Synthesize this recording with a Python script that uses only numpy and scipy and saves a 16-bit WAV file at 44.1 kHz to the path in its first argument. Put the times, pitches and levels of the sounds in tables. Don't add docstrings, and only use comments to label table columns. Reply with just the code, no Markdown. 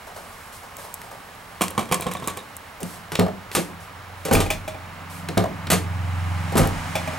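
import sys
import numpy as np
from scipy import signal
from scipy.fft import rfft, irfft, next_fast_len
from scipy.io import wavfile

SR = 44100
rng = np.random.default_rng(int(sys.argv[2]) if len(sys.argv) > 2 else 0)


def log_audio(samples):
    frames = np.atleast_2d(samples).T
    limited = np.clip(frames, -1, 1)
    pcm = np.round(limited * 32767).astype(np.int16)
    wavfile.write(sys.argv[1], SR, pcm)


N = 316638

# (time [s], reference level [dB])
OPENINGS = [(3.1895, -14), (5.371, -13.5)]
# (delay [s], relative level [dB], treble tilt [dB/octave])
OPENING_POP = [(0, 1.5, -1.5), (.012, -1.5, 0.18)]
OPENING_SNAP = [(0.00048, -8.5, -2)]
OPENING_CLICK = [(.0048, -8.5, -1)]
# (time [s], reference level [dB])
SLAMS = [(4.3107, -13.5), (6.554, -14.5)]
# (delay [s], relative level [dB], treble tilt [dB/octave])
SLAM_LATCH = [(0, -11, -4), (.016, -10, 2), (0.0233, -6, 4.5), (.039, -4, -2.5), (.058, -6, -3.5)]
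# (delay [s], relative level [dB], treble tilt [dB/octave])
SLAM_CAB = [(.003, -12.5, -2.5), (0.044, -0.5, 0)]
# (time [s], level [dB], loss per bounce [dB], panel answer level [dB],
# panel answer tilt [dB/octave])
RELEASES = [(3.5502, -16, 9, -23, -1.5), (5.702, -15, 2, -17, 2.5)]
# (time [s], level [dB], treble tilt [dB/octave])
SNAPS = [(3.119, -27, -0.5), (4.251, -28.5, 1.5), (4.403, -20.5, 1.5)]
# (time [s], level [dB], treble tilt [dB/octave])
LINKAGE_CLICKS = [(3.153, -21.5, -2.5), (3.5145, -33.5, -2), (5.286, -29.5, -2), (5.669, -29, -4.5),
                  (6.672, -33.5, 7)]
# (time [s], level [dB], treble tilt [dB/octave])
KNOCKS = [(2.803, -37, 9), (2.820, -33, -8), (3.122, -38, -12), (4.253, -25.5, 4.5), (4.282, -25, 2.5),
          (5.290, -27.5, -3.5), (6.520, -28.5, 3.5)]
# (time [s], level [dB], treble tilt [dB/octave])
REBOUNDS = [(3.215, -24, -8), (3.264, -24.5, 0.5), (5.4391, -20.5, 1.5)]
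# (time [s], level [dB], treble tilt [dB/octave])
CLINKS = [(4.3495, -18.5, 3.5), (4.461, -29.5, -0.5), (4.502, -18.5, 1.5), (4.677, -26, 0),
          (4.745, -33.5, -3.5), (6.953, -19.5, -.5), (7.074, -25.5, -2), (7.132, -31.5, -1.5)]
# (time [s], level [dB], treble tilt [dB/octave], delay of the other end's slap [s],
# slap level [dB])
BOUNCES = [(1.609, -17.5, -0.5, 0.0079, -17), (1.778, -16, -2, .013, -25.5), (1.913, -20, -2, 0.0092, -16),
           (1.997, -30, -2, .024, -29), (2.060, -26.5, -5, .006, -21), (2.114, -30, 1.5, .007, -47),
           (2.150, -26, -2.5, 0.0088, -46), (2.222, -28.5, -3, 0.019, -33.5),
           (2.2732, -24.5, -1, 0.007, -26), (2.372, -31, 0.5, 0.0057, -42)]
# (time [s], level [dB], treble tilt [dB/octave])
TICKS = [(.768, -38, 6), (.941, -30, 9.5), (1.017, -40, -5.5), (1.682, -31, -4), (1.706, -36, 7),
         (1.944, -22.5, -1.5), (2.0095, -31, 11), (2.137, -35, 6), (2.275, -26.5, 2), (2.372, -38, 2),
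         (2.567, -35.5, 8), (2.831, -33, -4)]
# (time [s], level [dB])
BUMPS = [(.068, -38.5), (.160, -35), (0.629, -42.5), (.785, -38), (0.844, -40.5), (1.035, -41.5),
         (1.110, -38.5)]
# (time [s], length before release [s], level [dB])
STROKES = [(0.14, 0.34, -51.5), (0.52, 0.046, -44), (0.775, 0.076, -44), (.9, 0.16, -53),
           (2.823, 0.13, -43), (3.52, 0.091, -38.5), (3.796, 0.045, -50.5), (4.17, 0.083, -55),
           (5.093, 0.089, -44)]

# (frequency [Hz], relative level [dB], t60 [s])
HANDLE_MODES = [(1220, 9, 0.14), (1522, 1, 0.11), (1930, -3, 0.13), (2676, -3, 0.12), (2810, -37, 0.043),
                (3750, -26, 0.13)]
POP_MODES = [(103, -8.5, 0.11), (174.6, 0.5, 0.14), (217, -21, 0.21), (278, -10, 0.098), (370, -15, 0.07),
             (432, -14.5, .13), (576, -14, 0.065), (723, -12.5, 0.15)]
DOOR_MODES = [(169, 2, 0.33), (182, -13, 0.2), (230, -2, 0.21), (291, -4, 0.1), (309.4, -10.5, 0.11),
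              (426.7, -9, 0.11), (462, -9, 0.077), (546, -1.5, 0.096), (674, -14.5, 0.074), (787, -11, 0.2),
              (1047, -18, 0.042)]
CATCH_MODES = [(570, -7, 0.071), (635, 8, 0.053), (719, 3, 0.075), (775, -15, 0.048), (1023, -19, 0.22)]
LATCH_MODES = [(550, -4, .08), (626, 0, 0.12), (728, -8, 0.06), (811, -1.5, 0.083), (2350, 6, 0.029),
               (2400, -6.5, .035), (2467, -4, 0.062), (2550, -8, 0.048), (3445, -12.5, 0.086)]
CAB_MODES = [(23.4, 1, 0.58), (37.8, 3, 0.54), (46.3, -11, 0.47), (82.5, -20, 0.73), (95, 13.5, 0.24),
             (155.3, 16, 0.16)]
BOUNCE_MODES = [(184, -4, 0.061), (511, -7, 0.14), (717, -4.5, 0.072), (1068, 1, 0.083), (1133, -7.5, 0.16),
                (2350, -2.5, 0.033), (3240, -4, 0.026)]
# (frequency [Hz], density [dB per Hz])
HANDLE_COLOUR = [(150, 13), (500, 6.5), (1200, 1.5), (2600, -1), (3800, -4.5), (5000, -8), (9500, -4.5),
                 (12000, -7.5), (15500, -39)]
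CLICK_COLOUR = [(200, -1), (900, -4.5), (1900, 1), (3700, 3.5), (6500, -2.5), (10000, -1), (15000, 3)]
DOOR_COLOUR = [(30, -49), (70, -24), (130, -7.5), (220, 2.5), (330, -4.5), (520, 2.5), (750, -10),
               (1100, -12), (2000, -24.5), (5000, -35), (15000, -42)]
CATCH_COLOUR = [(150, -19), (400, -18), (700, 3.5), (1100, -9), (2500, -24), (9000, -34.5), (15000, -31)]
LATCH_COLOUR = [(150, -1), (260, -7.5), (700, -8), (1400, -11.5), (2500, -11.5), (4500, -17.5),
                (10000, -18), (15000, -15.5)]
BOUNCE_COLOUR = [(50, -6), (150, 1.5), (600, -0.5), (1100, -2), (1600, -11), (2400, -8.5), (4800, -18),
                 (9000, -12.5), (15000, -21)]
TICK_COLOUR = [(60, -40), (400, -55), (2000, -2), (5000, -4.5), (9500, 9), (15500, -0.5)]
BUMP_COLOUR = [(50, -19.5), (150, -1), (320, -10), (600, 3.5), (1100, -3.5), (2200, -23.5), (6000, -25),
               (15000, -26)]
# (frequency [Hz], factor [-])
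RING_T60_FACTOR = [(100, 1.04), (500, 1.54), (2000, 1.53), (8000, 1.1), (16000, 0.22)]

# (multiple of the cycle rate [-], relative level [dB])
BOOM = [(4, -2.5), (5, -11.5)]
OVERTONES = [(7, -0.5), (8, -2), (12, -10.5)]
# (time [s], relative level [dB])
BOOM_LEVEL = [(0.0, -61), (1.18, -61.5), (2.18, -48), (2.72, -59), (3.22, -46), (3.58, -51), (4.52, -39),
              (4.98, -45.5), (5.84, -27.5), (5.96, -26.5), (6.34, -22), (6.74, -33), (7.18, -35.5)]
OVERTONE_LEVEL = [(4.7, -58), (4.98, -47.5), (5.29, -35), (6.31, -38), (6.47, -32), (7.18, -37)]
# (frequency [Hz], density [dB per Hz])
CLOTH = [(200, -15), (900, 7.5), (2500, -5.5), (5000, -2), (7500, -4), (9700, 4), (11500, -2), (13000, -8),
         (15500, -20)]
TYRES = [(40, -5), (100, -8), (250, 1), (420, -23), (700, 0), (950, 1), (1400, -4), (2200, -6), (4000, -22),
         (9000, -30), (12000, -32), (15500, -50)]
ROAD_HISS = [(200, -23), (900, -1), (2500, 4), (7000, 1), (9700, 0.5), (13000, -14), (15500, -25)]
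AIR = [(15, -46), (25, -10.5), (58, -15.5), (72, -14), (92, 2.5), (130, -23.5), (166, -16.5), (249, -9),
       (285, -60), (354, -16.5), (1070, -11.5), (5570, -31), (10400, -35.5), (14400, -31), (16000, -51)]
# (frequency [Hz], t60 [s])
GARAGE_T60 = [(100, 0.64), (1000, 0.17), (4000, 0.23), (10000, 0.26), (16000, 0.19)]
# (frequency [Hz], lead [rad])
PORT_PHASE = [(30, 0.41), (110, 0.43), (300, 0.86), (600, 0.79), (1200, 0.84), (2400, 0.35), (4800, 0.53),
              (10000, 0.027)]
# (frequency [Hz], side minus mid [dB])
WIDTH = [(40, -55), (200, -14.5), (700, -9), (2000, -6.5), (5000, -5), (9000, -11), (15000, -59)]

RELEASE_GAP_S, RELEASE_TILT_DB, PANEL_ANSWER_S = .014, 1.5, .019
SHUDDER_GAP_S, SHUDDER_LOSS_DB, SHUDDER_TILT_DB = .0195, 2, 2.5
SLAP_TILT_DB, ROCK_S, ROCK_LOSS_DB = 3.5, .019, 9.5
RATTLES_PER_S, RATTLE_DB, RATTLE_FADE_DB_PER_S = 30, -38, 6
BUZZ_DELAY_S, BUZZ_DB = .014, -35
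BUMP_TILT_DB = 2
STROKE_ATTACK_S, STROKE_RELEASE_S = .009, .046
HANDLING_DB = -55
PASS_S, SPEED_M_PER_S, DISTANCE_M, CYCLES_PER_S = 6.9, 10.5, 7.4, 21.8
BOOM_DB, OVERTONES_DB = 1.5, -4
TYRES_DB, HISS_DB, FAR_TRAFFIC_DB = -33, -43, -50.5
AIR_DB = -43
WHINE_HZ, WHINE_DB = 15734, -67
CUTOFF_HZ = 16100

EDGES = np.geomspace(22, 17500, 24)
CENTRES = np.sqrt(EDGES[1:] * EDGES[:-1])
BANK = [signal.butter(2, pair, "band", fs=SR, output="sos") for pair in zip(EDGES, EDGES[1:])]
TIME = np.arange(N) / SR
RING_TIME = TIME[:SR // 2]


def door():
    snaps = SNAPS + set_off(OPENINGS, OPENING_SNAP) + set_off(SLAMS, SLAM_LATCH)
    clicks = LINKAGE_CLICKS + set_off(OPENINGS, OPENING_CLICK)
    knocks, rebounds = list(KNOCKS), []
    for s, level_db, loss_db, panel_db, panel_tilt_db in RELEASES:
        knocks.append((s + PANEL_ANSWER_S, panel_db, panel_tilt_db))
        snaps += chatter(s, level_db, RELEASE_TILT_DB, RELEASE_GAP_S, loss_db, count=3)
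    for s, level_db in SLAMS:
        knocks += chatter(s, level_db, SHUDDER_TILT_DB, SHUDDER_GAP_S, SHUDDER_LOSS_DB, count=6)
    for s, level_db, tilt_db in REBOUNDS:
        rebounds += chatter(s, level_db, tilt_db, gap_s=.018, loss_db=3.5, count=2)

    handle = blows(snaps, HANDLE_COLOUR, HANDLE_MODES, modes_db=-10.5, crack_t60=.015,
                   ring_t60=.13, ring_db=4.5, rise_s=.00013, ring_growth=.17)
    linkage = blows(clicks, CLICK_COLOUR, None, modes_db=0, crack_t60=.016,
                    ring_t60=.11, ring_db=-24, rise_s=.002, ring_growth=0)
    pop = blows(set_off(OPENINGS, OPENING_POP), DOOR_COLOUR, POP_MODES, modes_db=3, crack_t60=.049,
                ring_t60=.18, ring_db=4, rise_s=.00052, ring_growth=0)
    panel = blows(knocks, DOOR_COLOUR, DOOR_MODES, modes_db=-1.5, crack_t60=.11,
                  ring_t60=.1, ring_db=1, rise_s=.00098, ring_growth=0)
    catch = blows(rebounds, CATCH_COLOUR, CATCH_MODES, modes_db=3.5, crack_t60=.024,
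                  ring_t60=.045, ring_db=-9, rise_s=.00048, ring_growth=0)
    latch = blows(CLINKS, LATCH_COLOUR, LATCH_MODES, modes_db=4.5, crack_t60=.039,
                  ring_t60=.13, ring_db=1.5, rise_s=.0019, ring_growth=0)
    return small_radiator(handle + linkage + pop + panel + catch + latch) + cab()


def cab():
    out = np.zeros(N)
    for s, level_db, tilt_db in set_off(SLAMS, SLAM_CAB):
        add(out, from_db(level_db) * modes_struck(CAB_MODES, tilt_db, scatter_db=1), s)
    return out


def set_off(events, stages):
    contacts = []
    for s, level_db in events:
        for delay_s, relative_db, tilt_db in stages:
            contacts.append((s + delay_s, level_db + relative_db, tilt_db))
    return contacts


def chatter(s, level_db, tilt_db, gap_s, loss_db, count):
    return [(s + k * gap_s, level_db - k * loss_db, tilt_db) for k in range(count)]


def blows(events, colour, modes, modes_db, crack_t60, ring_t60, ring_db, rise_s, ring_growth):
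    out, size = np.zeros(N), len(RING_TIME)
    factor = at_hz(RING_T60_FACTOR, CENTRES)
    crack, ring = fade(crack_t60 * factor), fade(ring_t60 * factor)
    contact = 1 - np.exp(-RING_TIME / rise_s)
    grain = noise_bands(4 * size)
    hardest_db = max(event[1] for event in events)
    for s, level_db, tilt_db in events:
        start = rng.integers(3 * size)
        gain = from_db(at_hz(colour, CENTRES) + tilt_db * np.log2(CENTRES))
        ring_gain = from_db(ring_db + ring_growth * (level_db - hardest_db))
        envelope = crack + ring_gain * ring
        sound = attack_one(gain @ (envelope * grain[:, start:start + size]))
        if modes:
            sound = sound + from_db(modes_db) * modes_struck(modes, tilt_db, scatter_db=3)
        add(out, from_db(level_db) * attack_one(contact * sound), s)
    return out


def modes_struck(modes, tilt_db, scatter_db):
    hz, db, t60 = np.transpose(modes)
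    scatter = scatter_db * rng.standard_normal(len(hz))
    gain = from_db(db + tilt_db * np.log2(hz / 1000) + scatter) * rng.choice([-1, 1], len(hz))
    ringing = fade(t60) * np.sin(2 * np.pi * hz[:, None] * RING_TIME)
    return attack_one(gain @ ringing)


def small_radiator(x, corner_hz=75):
    highpass = signal.butter(2, corner_hz, "high", fs=SR, output="sos")
    return signal.sosfilt(highpass, x + 1e-18)


def dropped_thing():
    hits = blows(floor_contacts(), BOUNCE_COLOUR, BOUNCE_MODES, modes_db=-2, crack_t60=.022,
                 ring_t60=.12, ring_db=-7, rise_s=.00066, ring_growth=.0095)
    return spring_buzz() + hits


def floor_contacts():
    contacts = []
    for s, level_db, tilt_db, slap_s, slap_db in BOUNCES:
        contacts.append((s, level_db, tilt_db))
        contacts += chatter(s + slap_s, slap_db, tilt_db + SLAP_TILT_DB, ROCK_S, ROCK_LOSS_DB, count=2)
    first, last = BOUNCES[0][0], BOUNCES[-1][0]
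    for s in np.arange(first, last, 1 / RATTLES_PER_S):
        level_db = RATTLE_DB - RATTLE_FADE_DB_PER_S * (s - first) + 2 * rng.standard_normal()
        contacts.append((s + rng.random() / RATTLES_PER_S, level_db, 0))
    return contacts


def spring_buzz(trip_s=.012, top_hz=4300, bottom_hz=3200, loss_db=5.5, rough=.2):
    t = TIME[:round(trip_s * SR)]
    window = np.hanning(len(t)) ** 2
    rasp = signal.butter(2, [1200, 7000], "band", fs=SR, output="sos")
    out = np.zeros(N)
    for s, *_ in BOUNCES:
        for trip, (detune, phase) in enumerate(rng.standard_normal(size=(6, 2))):
            start_hz = top_hz * (1 + .037 * detune)
            chirp = signal.chirp(t, start_hz, trip_s, bottom_hz, phi=np.degrees(phase))
            grit = rough * rms_one(signal.sosfilt(rasp, rng.standard_normal(len(t))))
            pulse = from_db(BUZZ_DB - loss_db * trip) * window * (chirp + grit)
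            add(out, pulse, s + BUZZ_DELAY_S + trip * trip_s)
    return out


def ticks():
    hard = blows(TICKS, TICK_COLOUR, None, modes_db=0, crack_t60=.0033,
                 ring_t60=.044, ring_db=-18, rise_s=.00012, ring_growth=0)
    bumps = [(s, level_db, BUMP_TILT_DB) for s, level_db in BUMPS]
    soft = blows(bumps, BUMP_COLOUR, None, modes_db=0, crack_t60=.028,
                 ring_t60=.28, ring_db=-6.5, rise_s=.0053, ring_growth=0)
    return hard + soft


def sleeve():
    power = from_db(HANDLING_DB) ** 2 * np.clip(OPENINGS[0][0] - TIME, 0, 1)
    for s, length_s, level_db in STROKES:
        attack = np.clip((TIME - s) / STROKE_ATTACK_S, 0, 1)
        release = np.exp(-np.clip((TIME - s - length_s) / STROKE_RELEASE_S, 0, 20))
        power = power + (from_db(level_db) * attack * release) ** 2
    return np.sqrt(power) * wash(CLOTH)


def vehicle(tyre_falloff=1.04, hiss_falloff=2.8):
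    along = SPEED_M_PER_S * (TIME - PASS_S)
    distance = np.hypot(along, DISTANCE_M)
    near = DISTANCE_M / distance
    phase = 2 * np.pi * CYCLES_PER_S * (TIME - distance / 343)
    boom_gain = from_db(BOOM_DB + in_time(BOOM_LEVEL)[0])
    boom = boom_gain * exhaust(BOOM, phase, waver_db=2.5)
    overtone_gain = from_db(OVERTONES_DB + in_time(OVERTONE_LEVEL)[0])
    overtones = overtone_gain * exhaust(OVERTONES, phase, waver_db=2.5)
    tyre_gain = np.hypot(from_db(TYRES_DB) * near ** tyre_falloff, from_db(FAR_TRAFFIC_DB))
    hiss_gain = from_db(HISS_DB) * near ** hiss_falloff
    return boom + overtones + tyre_gain * wash(TYRES) + hiss_gain * wash(ROAD_HISS)


def exhaust(lines, phase, waver_db):
    knots = np.arange(0, TIME[-1] + 1, .25)
    out = 0
    for multiple, level_db in lines:
        waver = waver_db * np.interp(TIME, knots, rng.standard_normal(len(knots)))
        out = out + from_db(level_db + waver) * np.sin(multiple * phase + rng.uniform(0, 2 * np.pi))
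    return np.sqrt(2) * out


def shop_air():
    return from_db(AIR_DB) * wash(AIR)


def electronic_whine():
    return np.sqrt(2) * from_db(WHINE_DB) * np.sin(2 * np.pi * WHINE_HZ * TIME)


def garage(x, first_wall_s=.01):
    buildup = 1 - np.exp(-(RING_TIME / first_wall_s) ** 2)
    envelope = fade(at_hz(GARAGE_T60, CENTRES)) * buildup
    tail = diffuse(lambda: envelope * noise_bands(len(RING_TIME)))
    response = rms_one(tail) / np.sqrt(len(RING_TIME))
    return signal.fftconvolve(x[None], response, axes=1)[:, :N]


def ports(x, left_db, obliqueness):
    size = next_fast_len(N + SR // 10)
    lead = obliqueness * at_hz(PORT_PHASE, np.arange(size // 2 + 1) * SR / size)
    sides = np.array([[1], [-1]])
    shifted = irfft(rfft(x, size) * np.exp(.5j * lead * sides), size)[:, :N]
    return shifted * from_db(left_db * sides)


def diffuse(make):
    mid, side = make().sum(0), from_db(at_hz(WIDTH, CENTRES)) @ make()
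    return np.array([mid + side, mid - side])


def wash(colour):
    return rms_one(diffuse(lambda: from_db(at_hz(colour, CENTRES))[:, None] * noise_bands(N)))


def noise_bands(size):
    white = rng.standard_normal((2, size + SR // 4))
    return np.array([signal.sosfilt(sos, white[k % 2])[-size:] for k, sos in enumerate(BANK)])


def fade(t60):
    return from_db(-60 * RING_TIME / np.maximum(t60, .002)[:, None])


def from_db(db):
    return 10 ** (np.asarray(db) / 20)


def rms_one(x):
    return x / np.sqrt(np.mean(x ** 2) + 1e-20)


def attack_one(x):
    return x / np.sqrt(np.mean(x[:SR // 100] ** 2) + 1e-20)


def in_time(rows):
    s, *columns = np.transpose(rows)
    return [np.interp(TIME, s, c) for c in columns]


def at_hz(points, hz):
    f, value = np.transpose(points)
    return np.interp(np.log(np.maximum(hz, 1)), np.log(f), value)


def add(out, sound, s):
    start = round(s * SR)
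    out[start:start + len(sound)] += sound[:N - start]


def scene():
    truck, floor_hits = door(), small_radiator(dropped_thing())
    room = garage(from_db(-9.5) * truck + from_db(-11.5) * floor_hits)
    near = ports(truck + ticks() + room + sleeve(), left_db=-.1, obliqueness=1.18)
    far = ports(floor_hits + shop_air(), left_db=-1.1, obliqueness=.8)
    outside = ports(vehicle(), left_db=-.65, obliqueness=.91)
    return near + far + outside + electronic_whine()


def record(dry):
    top = .8
    rounded = top * np.tanh(dry / top)
    lowpass = signal.ellip(10, .2, 80, CUTOFF_HZ, fs=SR, output="sos")
    return signal.sosfilt(lowpass, rounded)


dry = scene()
out = record(dry)
log_audio(out)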